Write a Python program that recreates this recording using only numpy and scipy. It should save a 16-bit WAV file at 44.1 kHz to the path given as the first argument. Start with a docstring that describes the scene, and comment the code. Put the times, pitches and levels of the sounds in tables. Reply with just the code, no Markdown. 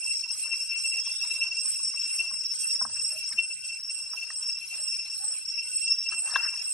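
"""A chorus of cicadas drones in the trees, off to one side, around a pond where monkeys paddle.
Each insect clicks its tymbals at nearly the same rate, so the overtones beat and throb over a rasp.
Close by, water laps, bubbles ring as plops, drops spray and a few dull knocks sound.
Behind lie a distant rumble, a far cricket, one bird whistle and an animal's soft hoots;
for the first three seconds something ticks five times a second."""
import sys
import numpy as np
from scipy import signal
from scipy.io import wavfile
from scipy.ndimage import uniform_filter1d

SR = 44100
rng = np.random.default_rng(int(sys.argv[2]) if len(sys.argv) > 2 else 0)


def log_audio(samples):
    """Write samples as a 16-bit WAV file to the path given in sys.argv[1]."""
    # one column per channel
    frames = np.atleast_2d(samples).T
    # limit to full scale, then quantise
    limited = np.clip(frames, -1, 1)
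    pcm = np.round(limited * 32767).astype(np.int16)
    wavfile.write(sys.argv[1], SR, pcm)


N = 296774


def amp(db):
    """dB to gain."""
    return 10 ** (np.asarray(db) / 20)


def rms_one(x):
    """Scale to rms 1."""
    return x / np.sqrt(np.mean(x ** 2) + 1e-20)


def in_time(rows):
    """A fader ride: join (seconds, value) points, one value per sample."""
    return np.interp(np.arange(N) / SR, *np.transpose(rows))


def at_hz(points, hz):
    """Read a spectrum on a log-frequency axis."""
    freqs, values = np.transpose(points)
    return np.interp(np.log(hz), np.log(freqs), values)


def drift(hz):
    """Random modulation of rms 1: noise through a double one-pole low-pass."""
    r = np.exp(-80 * np.pi * hz / SR)
    slow = signal.lfilter([1], [1, -2 * r, r * r], rng.standard_normal(N // 40 + 2002))[2000:]
    return np.interp(np.arange(N) / 40, np.arange(len(slow)), rms_one(slow))


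def bandpass(x, edges_hz, order=3):
    """Keep the band between two edges."""
    return signal.sosfilt(signal.butter(order, edges_hz, "band", fs=SR, output="sos"), x)


def ring(clicks, hz, t60):
    """A unit click sets a sine of height 1 ringing."""
    r, w = amp(-60 / (t60 * SR)), 2 * np.pi * hz / SR
    return signal.lfilter([0, np.sin(w)], [1, -2 * r * np.cos(w), r * r], clicks + 1e-18)


def panned(x, left_db):
    """Make the left side louder than the right by left_db."""
    return x * amp([[left_db / 2], [-left_db / 2]])


def add(out, s, sound):
    """Mix a sound in at s seconds."""
    at = min(round(s * SR), N)
    out[..., at:at + sound.shape[-1]] += sound[..., :N - at]


# Stereo image of the noise beds. Each row: frequency in Hz, left-right correlation.
STEREO_LIKENESS = [(30, 0.57), (80, 1), (250, 0.57), (600, 0.41), (2000, 0.32), (4000, 0.079),
                   (8000, -0.33), (11000, -0.74)]

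def noise_bands(spectrum, flicker_db, count):
    """Stereo noise bands that flicker partly together: their centres, and bands of total rms 1."""
    edges = np.geomspace(spectrum[0][0], spectrum[-1][0], count + 1)
    centres = np.sqrt(edges[1:] * edges[:-1])
    white, together, bands = rng.standard_normal((2, 2, N)), drift(5.1), []
    for k, hz in enumerate(centres):
        mid, side = bandpass(white[k % 2], edges[k:k + 2], order=2)
        alike = at_hz(STEREO_LIKENESS, hz)
        gain = amp(at_hz(spectrum, hz) + flicker_db * (.5 * together + drift(16.3)))
        bands.append(gain * (np.sqrt(1 + alike) * mid + np.sqrt(1 - alike) * side * [[1], [-1]]))
    return centres, np.array(bands) / np.sqrt(np.mean(np.sum(bands, axis=0) ** 2))


# The rumble's fader ride. Each row: time in seconds, level in dB.
RUMBLE_RIDE = [(0.0, -77), (0.17, -73.5), (2.72, -74), (2.87, -60.5), (3.07, -68.5), (3.97, -75),
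               (6.04, -75), (6.13, -69), (6.67, -72.5), (6.73, -88)]
# Its tone. Each row: frequency in Hz, relative noise density in dB.
RUMBLE_SPECTRUM = [(15, -49), (25, -56), (38, -13.5), (86, -0.5), (129, -8.5), (161, -7), (200, -18.5),
                   (281, -14.5), (420, -13), (550, -64), (920, -120)]

def rumble():
    """A distant bed of low noise that swells now and then."""
    _, bands = noise_bands(RUMBLE_SPECTRUM, flicker_db=1, count=8)
    return amp(in_time(RUMBLE_RIDE)) * bands.sum(axis=0)


def cricket(hz=1512, resonance_width_hz=63, level_db=-71):
    """A far, wavering band of insect song: noise rung twice through one resonance."""
    t60 = np.log(1000) / (np.pi * resonance_width_hz)
    band = ring(ring(rng.standard_normal(N), hz, t60), hz, t60)
    return panned(amp(level_db + 2.5 * drift(5)) * rms_one(band), 2.2)


def tree_reverb(x, wet_db, t60):
    """Scattering in the trees adds a dying noise tail, a separate one on each side."""
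    t = np.arange(SR // 2) / SR
    tails = rng.standard_normal((2, len(t))) * amp(-60 * t / t60)
    tails /= np.sqrt(np.sum(tails ** 2, axis=1, keepdims=True))
    return x + amp(wet_db) * signal.fftconvolve(x[None], tails, axes=1)[:, :N]


def note(s, length, start_hz, end_hz, level_db, octave_db, rough):
    """A soft-edged gliding tone with a weak octave, unsteady in level and pitch."""
    progress = np.clip((np.arange(N) / SR - s) / length, 0, 1)
    hz = (start_hz + (end_hz - start_hz) * progress) * (1 + .04 * rough * drift(60))
    phase = 2 * np.pi * np.cumsum(hz) / SR
    level = amp(level_db) * np.sin(np.pi * progress) * (1 + rough * drift(71))
    return level * (np.sin(phase) + amp(octave_db) * np.sin(2 * phase))


# The whistle's steps. Each row: start and length in seconds, pitch in Hz, relative level in dB.
BIRD_STEPS = [(1.0, .05, 3240, -48), (1.045, .04, 3460, -50), (1.12, .05, 3540, -48),
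              (1.17, .05, 3680, -53), (1.21, .07, 3780, -53), (1.29, .04, 3870, -50)]

def bird():
    """One nearly pure whistle that climbs in short steps."""
    return sum(note(s, length, hz, 1.012 * hz, db - 2, octave_db=-30, rough=.35)
               for s, length, hz, db in BIRD_STEPS)


# Hoot cues. Each row: start and length in seconds, first and last pitch in Hz, relative level in dB.
HOOT_NOTES = [(0.0, 0.048, 780, 790, -63), (0.455, 0.12, 775, 780, -63), (0.933, 0.056, 765, 766, -57),
              (2.679, 0.28, 604, 650, -52), (3.106, 0.074, 632, 620, -46), (4.731, 0.12, 590, 687, -52.5),
              (5.19, 0.06, 777, 774, -52.5), (5.293, 0.041, 730, 714, -55), (5.602, 0.12, 965, 990, -62),
              (6.545, 0.085, 665, 694, -55.5)]

def hoots():
    """An animal's soft, slightly rough calls."""
    return sum(note(*row, octave_db=-14, rough=.4) for row in HOOT_NOTES)


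def ticks(first_s=.1365, every_s=.2001, count=14, level_db=-49.5, rustle_t60=.14):
    """Regular pings of one small resonator, each of its own strength, with a brief rustle."""
    clicks = np.zeros(N)
    starts = first_s + every_s * np.arange(count)
    clicks[(starts * SR).astype(int)] = amp(level_db + 2.1 * rng.standard_normal(count))
    decay = signal.lfilter([1], [1, -amp(-60 / (rustle_t60 * SR))], clicks + 1e-18)
    rustle = bandpass(decay * rng.standard_normal(N), [850, 2400])
    return ring(clicks, hz=2150, t60=.05) + amp(-1) * rustle


# Dull knocks. Each row: start in seconds, relative level in dB.
THUD_HITS = [(2.322, -66), (2.812, -60), (2.85, -59), (3.335, -63.5), (6.14, -71.5)]

def thuds(hz=229.6, t60=.14, attack_s=.0052):
    """One low hollow mode, softly struck."""
    out, t = np.zeros(N), np.arange(SR // 3) / SR
    knock = amp(-60 * t / t60) * (1 - np.exp(-t / attack_s)) * np.sin(2 * np.pi * hz * t)
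    for s, db in THUD_HITS:
        add(out, s, amp(db + 10.5) * knock)
    return out


# How much the water moves. Each row: time in seconds, relative level in dB.
WATER_RIDE = [(0.0, -70), (0.12, -78), (0.35, -65), (0.55, -73), (0.68, -76.5), (0.96, -74), (1.13, -74),
              (1.28, -69.5), (1.7, -67), (1.85, -76), (2.15, -72), (2.36, -65.5), (2.59, -74), (2.9, -60),
              (3.25, -80), (3.36, -66.5), (3.55, -80), (3.75, -76.5), (4.14, -69.5), (4.33, -65),
              (4.55, -78.5), (4.78, -61.5), (4.96, -76), (5.25, -70.5), (5.45, -79.5), (5.96, -74.5),
              (6.17, -68), (6.3, -50), (6.39, -52.5), (6.45, -57.5), (6.5, -62), (6.6, -64.5), (6.73, -71)]
# The tone of the lapping. Each row: frequency in Hz, relative noise density in dB.
LAPPING_SPECTRUM = [(160, -27), (280, -17), (431, -42), (658, 3.5), (1130, 13), (1500, 18.5), (2060, -27),
                    (2400, -52), (3120, -64), (5280, -120)]

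def pond(bubbles_per_s=31):
    """Lapping noise and random small bubbles that ring a few cycles, with a fine fizz on top."""
    lapping = noise_bands(LAPPING_SPECTRUM, flicker_db=4.5, count=10)[1].sum(axis=0)
    strengths = amp(2.5 * np.minimum(rng.exponential(1, N), 4)) * rng.choice([-1, 1], N)
    kicks = strengths * (rng.random(N) < bubbles_per_s / SR)
    pitch_index, bubbles = rng.integers(0, 14, N), np.zeros(N)
    for k, hz in enumerate(np.geomspace(750, 2000, 14)):
        pings = ring(kicks * (pitch_index == k), hz, t60=30 / hz) * 1000 / hz
        bubbles += ring(pings, hz, t60=12 / hz)   # rounds the attack
    fizz = bandpass(rng.standard_normal((2, N)), [4600, 10800], order=5)
    fizz *= amp(8 + 4 * drift(40))
    return amp(in_time(WATER_RIDE)) * (amp(6) * lapping + amp(-9.5) * panned(rms_one(bubbles), 2.5) + fizz)


def faint_plops(count=14):
    """Cue rows for small plops at random moments, louder when the water moves."""
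    when, softer, big, small, balance = rng.random((count, 5)).T
    starts = (np.arange(count) + when) * N / SR / count
    db = in_time(WATER_RIDE)[(starts * SR).astype(int)] + 12 - 6 * softer
    return list(zip(starts, db, 800 + 450 * big, 1450 + 800 * small, -15 * balance, [.035] * count))


# Plop cues. Each row: time in seconds, relative level in dB, big and small bubble pitch in Hz,
# small bubble against big in dB, ring time in seconds.
PLOP_HITS = [(0.055, -54.5, 910, 2170, -16, 0.047), (0.259, -55, 940, 1230, -12, 0.043),
             (0.351, -56, 1240, 1520, -20, 0.025), (0.451, -55.5, 940, 1210, 2, 0.046),
             (0.533, -55.5, 1104, 2020, -8.5, 0.042), (0.865, -68, 940, 1500, -15, 0.023),
             (1.067, -53, 923, 1094, 2, 0.034), (1.235, -53.5, 810, 1220, 4.5, 0.027),
             (1.248, -50.5, 940, 2160, -7, 0.043), (1.447, -53, 960, 2300, -7.5, 0.026),
             (1.795, -52.5, 1065, 2040, -20, 0.03), (1.936, -48.5, 1126, 2160, -9.5, 0.034),
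             (2.309, -48, 1070, 1500, -10, 0.031), (2.338, -56, 1080, 1440, 2, 0.036),
             (2.81, -32, 1008, 1450, -11, 0.036), (2.847, -30.5, 1056, 1515, -9.5, 0.024),
             (3.322, -44, 1764, 2140, 1, 0.032), (3.333, -55, 1240, 1540, 8, 0.032),
             (4.131, -43.5, 1260, 986, -4, 0.031), (4.143, -48, 944, 1270, -8, 0.028),
             (4.3, -41, 1190, 1840, 9, 0.012), (5.234, -49, 770, 1020, -12.5, 0.071),
             (5.347, -59, 1000, 1190, -2, 0.043), (6.118, -37.5, 1255, 1610, -2, 0.024),
             (6.131, -42, 1285, 1540, -7, 0.036), (6.274, -49.5, 1050, 1580, 5, 0.025),
             (6.297, -58, 1140, 1710, 14, .03), (6.324, -48.5, 1160, 1660, 8, .025),
             (6.3549, -16.5, 1035, 1590, 2, 0.024), (6.443, -52.5, 1260, 1470, 14, 0.037)]

def plops(slap_db=8, gurgle_gap_s=.014):
    """Two bubbles rising in pitch and a slap of dull noise swell within a few ms; three gurgles follow."""
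    out, t = np.zeros((2, N)), np.arange(SR // 10) / SR
    rising = 2 * np.pi * (t + 1.5 * t ** 2)
    for s, db, big_hz, small_hz, small_db, t60 in PLOP_HITS + faint_plops():
        slap_hz = [.72 * min(big_hz, small_hz), max(1.35 * big_hz, 1.2 * small_hz * (small_db > -9))]
        attack_s = t60 * (.08 + .0045 * (-15 - db))   # weaker plops swell more slowly
        envelope = amp(-60 * t / t60) * (1 - np.exp(-t / attack_s)) ** 2
        envelope /= envelope.max()
        onset_s = s + .005 - t[envelope.argmax()]
        for k, (late, lower, weaker) in enumerate(rng.random((4, 3))):
            phase, delay_s, under_db = rising, 0, 0
            if k > 0:   # gurgles come later, lower and softer than the plop
                phase = rising * (1 - .15 * lower)
                delay_s = .006 + gurgle_gap_s * (k - 1 + late)
                under_db = 11 + .3 * (db + 62) + 8 * weaker
            bubbles = np.sin(big_hz * phase) + amp(small_db) * np.sin(small_hz * phase)
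            slap = amp(slap_db) * bandpass(rng.standard_normal(len(t)), slap_hz)
            plop = amp(db - 3 - under_db) * envelope * (bubbles + slap)
            add(out, onset_s + delay_s, panned(plop, 4.9))
    return signal.sosfilt(signal.butter(3, 560, "high", fs=SR, output="sos"), out)


# Splash cues. Each row: start in seconds, relative level in dB, band centre in Hz.
SPRAY_HITS = [(3.331, -36, 4250), (4.312, -44, 4350), (6.12, -40, 4400), (6.306, -32, 4600),
              (6.335, -33, 4270), (6.357, -21, 3440), (6.368, -33, 3680), (6.385, -44, 9500),
              (6.41, -43, 9800), (6.435, -43, 9400), (6.46, -44, 9900)]

def sprays(t60=.022, attack_s=.0035):
    """Short puffs of bright noise where drops fly."""
    out, t = np.zeros(N), np.arange(SR // 10) / SR
    envelope = amp(-60 * t / t60) * (1 - np.exp(-t / attack_s))
    for s, db, hz in SPRAY_HITS:
        puff = bandpass(envelope * rng.standard_normal(len(t)), [hz / 1.14, hz * 1.14])
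        add(out, s, amp(db + 18) * puff)
    return out


# The grit between the cicadas' overtones. Each row: frequency in Hz, relative noise density in dB.
RASP_SPECTRUM = [(1800, -18), (2550, 5), (2900, -1), (3600, -10), (4020, -13.5), (4270, 8), (4750, -19.5),
                 (5150, 1), (5700, -1), (6800, -2.5), (7900, -4.5), (8500, 8), (9800, -3), (10500, -3.5),
                 (11300, 10.5), (12200, 14)]

def cicada_rasp(fifth_db, weak_db, high_db, top_db, level_db=-42.5):
    """Noise bands that swell with the nearby overtones, but less deeply."""
    rasp = np.zeros((2, N))
    for hz, band in zip(*noise_bands(RASP_SPECTRUM, flicker_db=4.6, count=24)):
        ride_db = fifth_db if hz < 3000 else weak_db if hz < 7000 else high_db if hz < 8800 else top_db
        rasp += amp(level_db + .28 * (ride_db - np.mean(ride_db))) * band
    return signal.sosfilt(signal.cheby2(10, 50, 12168, fs=SR, output="sos"), rasp)


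def swells_db(peaks, rise_db_per_s, fall_db_per_s):
    """Uneven swells: the level climbs to each peak and sinks away from it."""
    t = np.arange(N) / SR
    swells = [db - np.where(t < s, rise_db_per_s * (s - t), fall_db_per_s * (t - s)) for s, db in peaks]
    return np.max(swells, axis=0)


CLICK_HZ, INSECTS = 541.46, 7   # tymbal clicks per second, size of the chorus

def tymbals(overtones, levels_db, cycles, gains, lag_us, spread_us, left_db):
    """Every insect repeats a click shape of its own, with its own tiny delay from left to right."""
    turn, out = np.linspace(0, 1, 2049), np.zeros((2, N))
    lags_s = 1e-6 * (lag_us + spread_us * np.cos(2.4 * np.arange(INSECTS)))
    for cycle, lag, gain in zip(cycles, lags_s, gains):
        phases = np.outer(turn, overtones) + rng.random(len(overtones))
        shape = np.sin(2 * np.pi * phases) @ amp(levels_db)
        out[0] += gain * np.interp(cycle % 1, turn, shape)
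        out[1] += gain * np.interp((cycle - CLICK_HZ * lag) % 1, turn, shape)
    power = uniform_filter1d(np.mean(out ** 2, axis=0), size=int(.12 * SR))
    return panned(out / np.sqrt(power), left_db)   # evens out the slow beating


# Fader rides of the fifth and tenth overtones. Each row: time in seconds, level in dB.
FIFTH_RIDE = [(0.0, -47), (0.09, -36.5), (0.2, -56.5), (0.26, -35.5), (0.37, -58.5), (0.47, -32.5),
              (0.65, -40), (0.86, -29.5), (0.9, -39.5), (0.96, -26), (1.05, -48), (1.08, -35),
              (1.18, -45.5), (1.46, -28), (1.69, -49.5), (1.95, -49.5), (1.99, -35), (2.13, -42.5),
              (2.21, -27.5), (2.32, -45), (2.59, -57.5), (2.62, -38.5), (2.89, -59), (2.98, -36),
              (3.02, -55), (3.2, -35), (3.34, -57), (3.39, -25), (3.45, -39), (3.56, -47), (3.75, -36),
              (3.82, -62), (3.9, -45.5), (4.11, -49.5), (4.23, -34), (4.38, -56), (4.48, -44), (5.1, -42.5),
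              (5.17, -56), (5.53, -49.5), (5.55, -36.5), (5.79, -43.5), (5.9, -30), (6.0, -50), (6.11, -30),
              (6.32, -42), (6.35, -30.5), (6.71, -48.5), (6.73, -63)]
TENTH_RIDE = [(0.0, -40), (0.17, -30), (0.28, -36.5), (0.32, -29.5), (0.41, -44.5), (0.52, -33),
              (1.89, -33), (1.93, -27.5), (2.15, -34.5), (2.47, -31), (2.66, -39.5), (2.72, -26.5),
              (2.89, -37.5), (3.07, -31), (3.17, -43), (3.24, -29), (3.62, -46), (3.77, -36), (4.42, -40),
              (4.48, -28), (4.61, -43), (4.93, -32), (5.4, -40.5), (5.6, -30.5), (5.71, -41), (5.92, -27),
              (6.28, -44), (6.33, -30), (6.67, -36), (6.73, -45)]
# Throbs of the high and top overtone groups. Each row: time of the peak in seconds, level in dB.
HIGH_PEAKS = [(.07, -30), (.42, -32), (.61, -34.5), (.86, -28.5), (1.1, -36.5), (1.31, -32.5), (1.7, -27),
              (1.85, -32), (2.13, -30), (2.34, -38), (2.64, -28), (2.83, -38.5), (3.04, -28.5), (3.3, -37),
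              (3.49, -33), (3.68, -37.5), (3.96, -35.5), (4.4, -32.5), (4.84, -30), (5.18, -34),
              (5.28, -29.5), (5.77, -27.5), (6.22, -29.5), (6.48, -39.5), (6.72, -29.5)]
TOP_PEAKS = [(.07, -48.5), (.39, -45), (.61, -48), (.86, -46), (1.12, -55.5), (1.33, -46), (1.66, -49),
             (1.73, -45.5), (2.16, -44), (2.36, -57), (2.64, -42), (3.12, -44.5), (3.33, -54.5),
             (3.68, -55.5), (3.98, -53), (4.16, -54), (4.41, -54), (4.68, -48), (4.82, -50.5),
             (5.19, -46.5), (5.35, -51), (5.71, -46), (6.2, -47.5), (6.71, -47)]
# Voicing of each group, as two lists: multiples of the click rate, then their balance in dB.
WEAK_OVERTONES = [6, 7, 8, 9, 11, 12, 13]
WEAK_MIX_DB = [-17, -23, -16, -6, 0, -10, -9]
HIGH_OVERTONES = [14, 15, 16, 17, 18]
HIGH_MIX_DB = [-27, -9, -27, -41, -36.5]
TOP_OVERTONES = [19, 20, 22, 25]
TOP_MIX_DB = [-20, 0, -21, -27]

def cicadas(pulses_per_s=17, pulse_db=10, flutter_hz=16):
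    """Click rates lie close together and wander, so each overtone is a beating band, wider higher up."""
    detunes = np.linspace(-1, 1, INSECTS)
    cycles = [np.cumsum(CLICK_HZ + 4.1 * d + 1.3 * drift(7) + 1.2 * drift(40)) / SR for d in detunes]
    # each insect swells by itself, and uneven clicks spread a skirt of noise around every overtone
    swell = np.array([drift(8) for _ in detunes])
    uneven = np.array([drift(220) for _ in detunes])
    off_centre = detunes[:, None] ** 2
    gains = amp(-7 * off_centre + 3 * swell) * (1 + .2 * uneven)
    lead_gains = amp(-22 * off_centre + 3 * swell) * (1 + .09 * uneven)   # a few insects carry the fifth

    pulses = np.sin(np.pi * np.cumsum(pulses_per_s * (1 + .3 * drift(3))) / SR) ** 2
    fifth_db = in_time(FIFTH_RIDE) + pulse_db * (pulses - .75) + 2 * drift(flutter_hz)
    tenth_db = in_time(TENTH_RIDE) + 2 * drift(flutter_hz)
    weak_db = uniform_filter1d(in_time(TENTH_RIDE), size=SR // 2) - 15.5   # the tenth's slow trend
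    high_db = swells_db(HIGH_PEAKS, rise_db_per_s=108.5, fall_db_per_s=84) + 2.2 * drift(flutter_hz)
    top_db = swells_db(TOP_PEAKS, rise_db_per_s=160, fall_db_per_s=116)

    out = amp(fifth_db) * tymbals([5], [0], cycles, lead_gains, lag_us=12, spread_us=50, left_db=3.8)
    out += amp(tenth_db) * tymbals([10], [0], cycles, gains, lag_us=27, spread_us=40, left_db=.4)
    weak_gain = amp(weak_db + 3.42 * drift(9.4))
    out += weak_gain * tymbals(WEAK_OVERTONES, WEAK_MIX_DB, cycles, gains, 27, 40, .17)
    out += amp(high_db) * tymbals(HIGH_OVERTONES, HIGH_MIX_DB, cycles, gains, 42, 35, -1.2)
    out += amp(top_db) * tymbals(TOP_OVERTONES, TOP_MIX_DB, cycles, gains, 42, 35, -1.2)
    return out + cicada_rasp(fifth_db, weak_db, high_db, top_db)


def scene():
    """The stereo mix: cicadas, close water to the left, and far calls among the trees."""
    whistle, calls, bed = bird(), hoots(), rumble()
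    water = pond() + plops() + panned(sprays(), 3.5) + panned(thuds(), 6.2)
    mix = cicadas() + water + panned(ticks(), 3.5) + cricket() + bed
    mix += tree_reverb(whistle, wet_db=5, t60=.92)
    return mix + amp(-8.5) * tree_reverb(calls, wet_db=-1.3, t60=.18)


def record(dry):
    """A steep low-pass shuts off the air above 15.2 kHz."""
    return signal.sosfilt(signal.cheby2(12, 70, 15200, fs=SR, output="sos"), dry)


dry = scene()
out = record(dry)
log_audio(out)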